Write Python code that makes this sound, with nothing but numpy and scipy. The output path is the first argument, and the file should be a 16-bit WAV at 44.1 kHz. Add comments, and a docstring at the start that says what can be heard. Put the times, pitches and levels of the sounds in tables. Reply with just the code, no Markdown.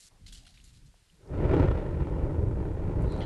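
"""Light wind on the microphone with rustles and ticks nearby; then a far-off rocket's roar reaches the field,
swells fast and settles to a rumble with soft crackle; near the end, more ticks, a whirr and a squeak.
The roar is filtered noise plus random shocks, notched by a delayed ground echo. Wind, rustles, brushes
and hiss are shaped noise, ticks are fuzzy decaying sines, the whirr is banded noise, the squeak a gliding sine."""
import sys
import numpy as np
from scipy import signal
from scipy.fft import rfft, irfft
from scipy.io import wavfile
from scipy.ndimage import uniform_filter1d

SR = 44100
rng = np.random.default_rng(int(sys.argv[2]) if len(sys.argv) > 2 else 0)


def nominal_scale(level):
    """Amplitude ratio for a level in decibels (scalar or array-like)."""
    x = np.asarray(level, float) / 20
    return 10 ** x


def put_to_file(sound):
    """Save the sound as 16-bit audio at rate SR, in the file named by the first command-line argument."""
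    columns = np.atleast_2d(sound).T  # one column per channel
    safe = np.clip(columns, -1, 1)
    whole_steps = np.round(safe * 32767)
    wavfile.write(sys.argv[1], SR, whole_steps.astype(np.int16))


N = 143325
T = np.arange(N) / SR
FRAME, HOP = 1024, 256  # short-time spectrum [samples]
PIVOT_HZ = 500  # the roar and its shocks are tilted above this


# roar at the listener: (time [s], level [dB], brightness above the pivot [dB/octave], extra bass [dB])
ROAR_PATH = [(1.12, -76, 2, -3.5), (1.2, -60.5, 4, 3), (1.27, -46, 0, -5), (1.35, -29.5, 0.4, -0.5),
             (1.44, -22.5, 0, -2), (1.54, -16.5, 0.75, -4), (1.64, -20, 1.1, 0), (1.72, -25.5, 1, 0.5),
             (1.79, -28.5, 2, -4.5), (1.9, -29, 0, 1), (2.05, -31, 1, 3), (2.25, -28.5, -1, 0.5),
             (2.5, -30.5, -2, 2.5), (2.65, -31.5, -0.75, 0), (2.8, -30, -0.2, 2.7), (3.0, -29, -1, 2),
             (3.12, -27.5, -1, -2.3), (3.25, -27, -1.2, -3.7)]
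# relative spectrum of exhaust noise after the long air path: (frequency [Hz], density [dB per Hz])
EXHAUST_COLOUR = [(8, -41), (16, -11), (45, -4.5), (70, -3.5), (100, -4.5), (170, -6), (300, -9),
                  (480, -20), (620, -19.5), (900, -29), (1200, -33.5), (1500, -37), (2000, -41.5),
                  (2500, -46), (3200, -53), (4200, -60.5), (6000, -69.5), (9000, -75), (12000, -82.5),
                  (20000, -120)]


def roar():
    """Turbulent exhaust noise and shocks, patchy from drifting air, plus a soft ground echo that notches them."""
    flicker_db, patchy_db = 2.18, 0.71  # both rms
    shock_db = -1.2  # relative to the exhaust noise
    tilt_octaves, tilt_fade = 2.78, 1  # brightening peaks this far above the pivot, then fades
    bass_hz = 210  # top of the bass band
    echo_delay_s, echo_share, echo_soft_hz, echo_lag_rad = 0.002135, 0.8, 1450, 0.07

    flicker = nominal_scale(flicker_db * drift(size=300, count=N))
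    exhaust = evened(coloured(rng.standard_normal(N) * flicker, EXHAUST_COLOUR))
    hz, t, z = patchy(exhaust - nominal_scale(shock_db) * shocks(), patchy_db, size=6, count=14)

    octaves = np.maximum(np.log2(hz / PIVOT_HZ + 1e-9), 0)
    tilt = octaves - (1 + tilt_fade) * np.maximum(octaves - tilt_octaves, 0)
    brightness_db = curve(ROAR_PATH, t, order=2) * tilt
    bass_db = curve(ROAR_PATH, t, order=3) / (1 + (hz / bass_hz) ** 4)
    direct = resynth(z * nominal_scale(brightness_db + bass_db))

    f = np.fft.rfftfreq(2 * N, 1 / SR)
    echo = echo_share * np.exp(-2j * np.pi * f * echo_delay_s - 1j * echo_lag_rad - f / echo_soft_hz)
    heard = irfft(rfft(direct, 2 * N) * (1 + echo))[:N]
    return evened(heard) * nominal_scale(curve(ROAR_PATH, T)) * (T > ROAR_PATH[0][0])


# loudest cracks in the roar: (time [s], size over the smallest random shock, before the spread is added [dB])
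LOUD_CRACKS = [(1.453, 10), (1.479, 2), (1.536, 5.5), (1.542, 9.5), (1.566, 4), (1.598, 10), (1.629, 12.5),
               (1.638, 10), (1.686, 13.5), (1.76, 1), (1.826, -1), (2.005, 14.5), (2.028, 9), (2.071, 12),
               (2.383, 12), (2.511, 14.5), (2.958, 11.5)]


def shocks():
    """Sudden pressure fronts of uneven size, each with a short tail smeared by air turbulence."""
    per_s, spread_db = 700, 3.5
    scatter_s, scatter_db = 0.003, -3  # tail's amplitude decay time, its energy relative to the front

    size = nominal_scale(spread_db * np.minimum(rng.exponential(1, N), 4))
    fronts = size * (rng.random(N) < per_s / SR)
    fronts = fronts * np.sign(rng.random(N) - 0.3)  # seven in ten are positive
    for s, db in LOUD_CRACKS:
        fronts[round(s * SR)] += nominal_scale(db + spread_db)

    tail = np.exp(-2 * T[:1500] / scatter_s)  # decay of energy
    energy = abs(signal.oaconvolve(fronts ** 2, tail / tail.sum())[:N])
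    scattered = nominal_scale(scatter_db) * rng.standard_normal(N) * np.sqrt(energy)
    return evened(coloured(fronts + scattered, EXHAUST_COLOUR, tilt_db=1.3, pivot_hz=PIVOT_HZ))


# gusts: (time [s], level [dB])
GUSTS = [(0.0, -81), (0.062, -60.5), (0.072, -97), (0.134, -54), (0.188, -67), (0.2, -49.5), (0.306, -50.5),
         (0.508, -58.5), (0.894, -51), (0.932, -67), (1.106, -71), (1.186, -72), (1.25, -72)]
# relative spectrum of the buffeting: (frequency [Hz], density [dB per Hz])
GUST_COLOUR = [(8.8, -22), (15, -7), (39, 3), (152, -10.5), (249, -19), (396, -32), (600, -44), (780, -79),
               (1320, -120)]


def wind():
    """Low noise with slow random lumps for buffeting; after the last gust it dies away at 100 dB/s."""
    lumps = nominal_scale(1 * drift(size=900, count=N))  # 1 dB rms
    gusts = evened(lumps * coloured(rng.standard_normal(N), GUST_COLOUR))
    return gusts * nominal_scale(curve(GUSTS, T) - 100 * np.maximum(T - GUSTS[-1][0], 0))


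# rustles of grass or cloth: (start [s], hold [s], level [dB], fade t60 [s], brightest frequency [Hz])
RUSTLE_EVENTS = [(0.0, 0.086, -57.5, 0.013, 7000), (0.263, 0.026, -54, 0.14, 3900),
                 (0.322, 0.025, -54, 0.083, 6500), (0.346, 0.036, -58.5, 0.39, 4240),
                 (0.451, .006, -63, .02, 2500), (0.465, 0.011, -57.5, 0.071, 2500),
                 (0.487, 0.033, -69, 0.3, 4500), (0.54, 0.059, -67.5, 0.31, 2500),
                 (0.605, 0.036, -80, 0.11, 8000), (0.639, 0.018, -64, 0.29, 8000),
                 (0.676, 0.031, -73.5, 0.079, 3530), (0.731, 0.046, -66.5, 0.074, 4300),
                 (.79, 0.33, -78.5, 0.54, 4000), (0.858, 0.015, -72, 0.061, 5600),
                 (3.004, 0.19, -74.5, 0.11, 8800)]
# relative spectrum they share: (frequency [Hz], density [dB per Hz])
RUSTLE_COLOUR = [(290, -28), (500, -9.5), (984, -18), (1550, -8), (1700, -10.5), (2040, -6), (2430, -9),
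                 (2810, -4.5), (3660, -4), (4130, -1), (5390, -7.5), (7030, -5.5), (8920, -7.5),
                 (10600, -8.5), (12000, -13.5), (15500, -49), (22000, -120)]


def rustles():
    """Grainy, patchy noise that starts abruptly, holds and fades; each has its own brightest region."""
    grain_db, patchy_db = 1.5, 1.5  # both rms
    hump_db, hump_octaves, attack_s = 8, 1, 0.0007

    grain = rng.standard_normal(N) * nominal_scale(grain_db * drift(size=60, count=N))
    z = patchy(coloured(grain, RUSTLE_COLOUR), patchy_db, size=12, count=4)[2]
    base = rfft(resynth(z))
    hz, out = np.fft.rfftfreq(N, 1 / SR) + 1, np.zeros(N)
    for s, hold, db, t60, top_hz in RUSTLE_EVENTS:
        hump = hump_db * np.exp(-(np.log2(hz / top_hz) / hump_octaves) ** 2)
        tone = evened(irfft(base * nominal_scale(hump), N))
        attack = np.clip((T - s) / attack_s, 0, 1)
        out += tone * attack * nominal_scale(db - 60 * np.maximum(T - s - hold, 0) / t60)
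    return out


# dull brushes near the microphone: (middle [s], half length to 1/e [s], level [dB], centre [Hz], width [Hz])
BRUSH_EVENTS = [(0.119, 0.011, -71, 740, 500), (0.16, 0.034, -71, 690, 800),
                (0.455, 0.093, -74.5, 690, 245), (1.148, 0.038, -64, 148, 70)]


def brushes():
    """Soft low puffs: resonant noise under bell-shaped swells."""
    air, out = rng.standard_normal(N), np.zeros(N)
    for s, half, db, hz, width_hz in BRUSH_EVENTS:
        swell = np.exp(-((T - s) / half) ** 2)
        out += nominal_scale(db) * swell * narrow_band(air, hz, width_hz)
    return out


# small ticks: (time [s], envelope peak before fuzz [dB], ring [Hz], width [Hz])
TICK_EVENTS = [(.264, -53.5, 2110, 70), (0.326, -44.5, 3340, 110), (0.468, -58, 1420, 90),
               (0.575, -48.5, 2500, 260), (0.579, -52, 3400, 300), (0.601, -53, 2870, 250),
               (.942, -54.5, 674, 190), (1.099, -58, 2980, 111), (1.275, -61, 4930, 200),
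               (3.023, -42, 9900, 2200), (3.033, -45, 8300, 650), (3.123, -41.5, 8600, 1000),
               (3.124, -48, 4100, 500), (3.165, -53, 7300, 800), (3.178, -48, 4300, 600),
               (3.207, -35, 2770, 450), (3.225, -48, 3200, 220), (3.223, -48, 4500, 600)]


def ticks():
    """Each tick is a short ring, roughened by smoothed noise, that swells and dies."""
    out, t = np.zeros(N), np.arange(900) / SR
    fuzz = 1 + rng.standard_normal((len(TICK_EVENTS), len(t)))
    for (s, db, hz, width_hz), rough in zip(TICK_EVENTS, fuzz):
        part = out[round(s * SR):][:len(t)]
        u = 2 * np.pi * width_hz * t
        swell = (u * np.exp(1 - u)) ** 2
        ring = uniform_filter1d(rough, size=12) * np.sin(2 * np.pi * hz * t)
        part += (nominal_scale(db) * swell * ring)[:len(part)]
    return out


# faint whirr that ends in a scrape: (time [s], level of upper bands [dB], level of lower bands [dB])
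WHIRR_PATH = [(3.03, -94, -95), (3.06, -69, -99), (3.13, -56.5, -72), (3.17, -67, -62), (3.18, -63, -65),
              (3.2, -65, -74), (3.208, -58, -51), (3.225, -54.5, -47.5), (3.25, -63, -56)]
# its bands, levels relative within each group: (frequency [Hz], width [Hz], level [dB])
UPPER_BANDS = [(4000, 540, 14.5), (4500, 470, -13), (5500, 680, -2), (8000, 900, -23)]
LOWER_BANDS = [(3110, 470, 4), (1830, 960, 3.5), (2500, 250, -13)]


def whirr():
    """Grainy noise ringing in two groups of bands, each with its own level path."""
    grain = rng.standard_normal(N) * nominal_scale(1 * drift(size=90, count=N))  # 1 dB rms
    upper = evened(sum(nominal_scale(db) * narrow_band(grain, hz, w) for hz, w, db in UPPER_BANDS))
    lower = evened(sum(nominal_scale(db) * narrow_band(grain, hz, w) for hz, w, db in LOWER_BANDS))
    body = upper * nominal_scale(curve(WHIRR_PATH, T)) + lower * nominal_scale(curve(WHIRR_PATH, T, order=2))
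    return body * (T > WHIRR_PATH[0][0])


# thin squeak: (time [s], pitch [Hz], level [dB])
SQUEAK_PATH = [(3.172, 8050, -90), (3.18, 8260, -73), (3.203, 9100, -63), (3.21, 8500, -68),
               (3.215, 8300, -90)]


def squeak():
    """One sine whose pitch rises and then falls back."""
    phase = 2 * np.pi * np.cumsum(curve(SQUEAK_PATH, T)) / SR
    sounding = (T > SQUEAK_PATH[0][0]) * (T < SQUEAK_PATH[-1][0])
    return np.sin(phase) * nominal_scale(curve(SQUEAK_PATH, T, order=2)) * sounding


# relative spectrum of the background: (frequency [Hz], density [dB per Hz])
HISS_COLOUR = [(12, -66.5), (20, 12.5), (261, -13), (290, -13.5), (445, -11.5), (537, -16.5), (597, -16),
               (1370, -16.5), (1480, -14.5), (4440, -15.5), (12000, -21.5), (15500, -25.5), (22000, -120)]
# faint steady whines: (frequency [Hz], width [Hz], level [dB])
WHINE_BANDS = [(8600, 180, -85.5), (7300, 250, -88)]


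def hiss():
    """Quiet steady noise of field and microphone, with whines of narrowly resonant noise."""
    whines = sum(nominal_scale(db) * evened(resonate(rng.standard_normal(N), hz, w)) for hz, w, db in WHINE_BANDS)
    return nominal_scale(-67.5) * evened(coloured(rng.standard_normal(N), HISS_COLOUR)) + whines


def evened(x):
    """Scales to rms 1."""
    return x / np.sqrt(np.mean(x ** 2) + 1e-20)


def read(points, hz):
    """Reads a spectrum table on a log-frequency axis."""
    f, value = np.transpose(points)
    return np.interp(np.log(hz + 1), np.log(f + 1), value)


def curve(rows, t, order=1):
    """Reads one column of a table over time."""
    return np.interp(t, [r[0] for r in rows], [r[order] for r in rows])


def drift(size, count):
    """Slow chance, smoothed twice over size samples, rms 1."""
    return evened(uniform_filter1d(uniform_filter1d(rng.standard_normal(count), size), size))


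def coloured(x, spectrum, tilt_db=0, pivot_hz=1000):
    """Minimum-phase filter with the given spectrum, tilted by tilt_db per octave above the pivot."""
    hz = np.fft.rfftfreq(8192, 1 / SR)
    tilt = tilt_db * np.log2(np.maximum(hz / pivot_hz, 1))
    db = np.maximum(read(spectrum, hz) + tilt, -100)
    cepstrum = irfft(np.log(nominal_scale(db)))
    cepstrum[1:4096] *= 2  # folding the cepstrum makes the filter causal
    cepstrum[4097:] = 0
    impulse = irfft(np.exp(rfft(cepstrum)))[:6000]
    return signal.oaconvolve(x, impulse)[:len(x)]


def resonate(x, hz, width_hz):
    """A resonance of gain 1: shifts hz down to zero, smooths, shifts back."""
    turn = np.exp(2j * np.pi * np.cumsum(hz * np.ones(len(x))) / SR)
    r = np.exp(-np.pi * width_hz / SR)
    return 2 * (turn * signal.lfilter([1 - r], [1, -r], x / turn)).real


def narrow_band(x, hz, width_hz):
    """Two equal resonances in a row, scaled to rms 1."""
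    return evened(resonate(resonate(x, hz, width_hz), hz, width_hz))


def patchy(x, db, size, count):
    """Short-time spectrum of x with random louder and quieter patches, size bins by count frames."""
    hz, t, z = signal.stft(x, SR, nperseg=FRAME, noverlap=FRAME - HOP)
    patches = rng.standard_normal(z.shape[::-1]).T
    patches = uniform_filter1d(uniform_filter1d(patches, size, axis=0), count, axis=1)
    return hz[:, None], t, z * nominal_scale(db * evened(patches))


def resynth(z):
    """Back from short-time spectrum to sound."""
    return signal.istft(z, SR, nperseg=FRAME, noverlap=FRAME - HOP)[1][:N]


def scene():
    """Everything at one microphone."""
    near = rustles() + brushes() + ticks() + whirr() + squeak()
    return (roar() + wind() + near + hiss())[None]


def top_cut(x):
    """Nothing passes above the cut-off."""
    return signal.sosfilt(signal.butter(12, 12100, fs=SR, output="sos"), x)


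def record(dry):
    """Soft rounding of the peaks, then a steep low-pass at 12 kHz."""
    soft_peak = 0.4  # full scale is 1
    rounded = soft_peak * np.tanh(dry / soft_peak)
    low_pass = signal.firwin(801, 12000, window=("kaiser", 9), fs=SR)
    mix = signal.oaconvolve(rounded, low_pass[None], "same")
    return top_cut(mix)


dry = scene()
out = record(dry)
put_to_file(out)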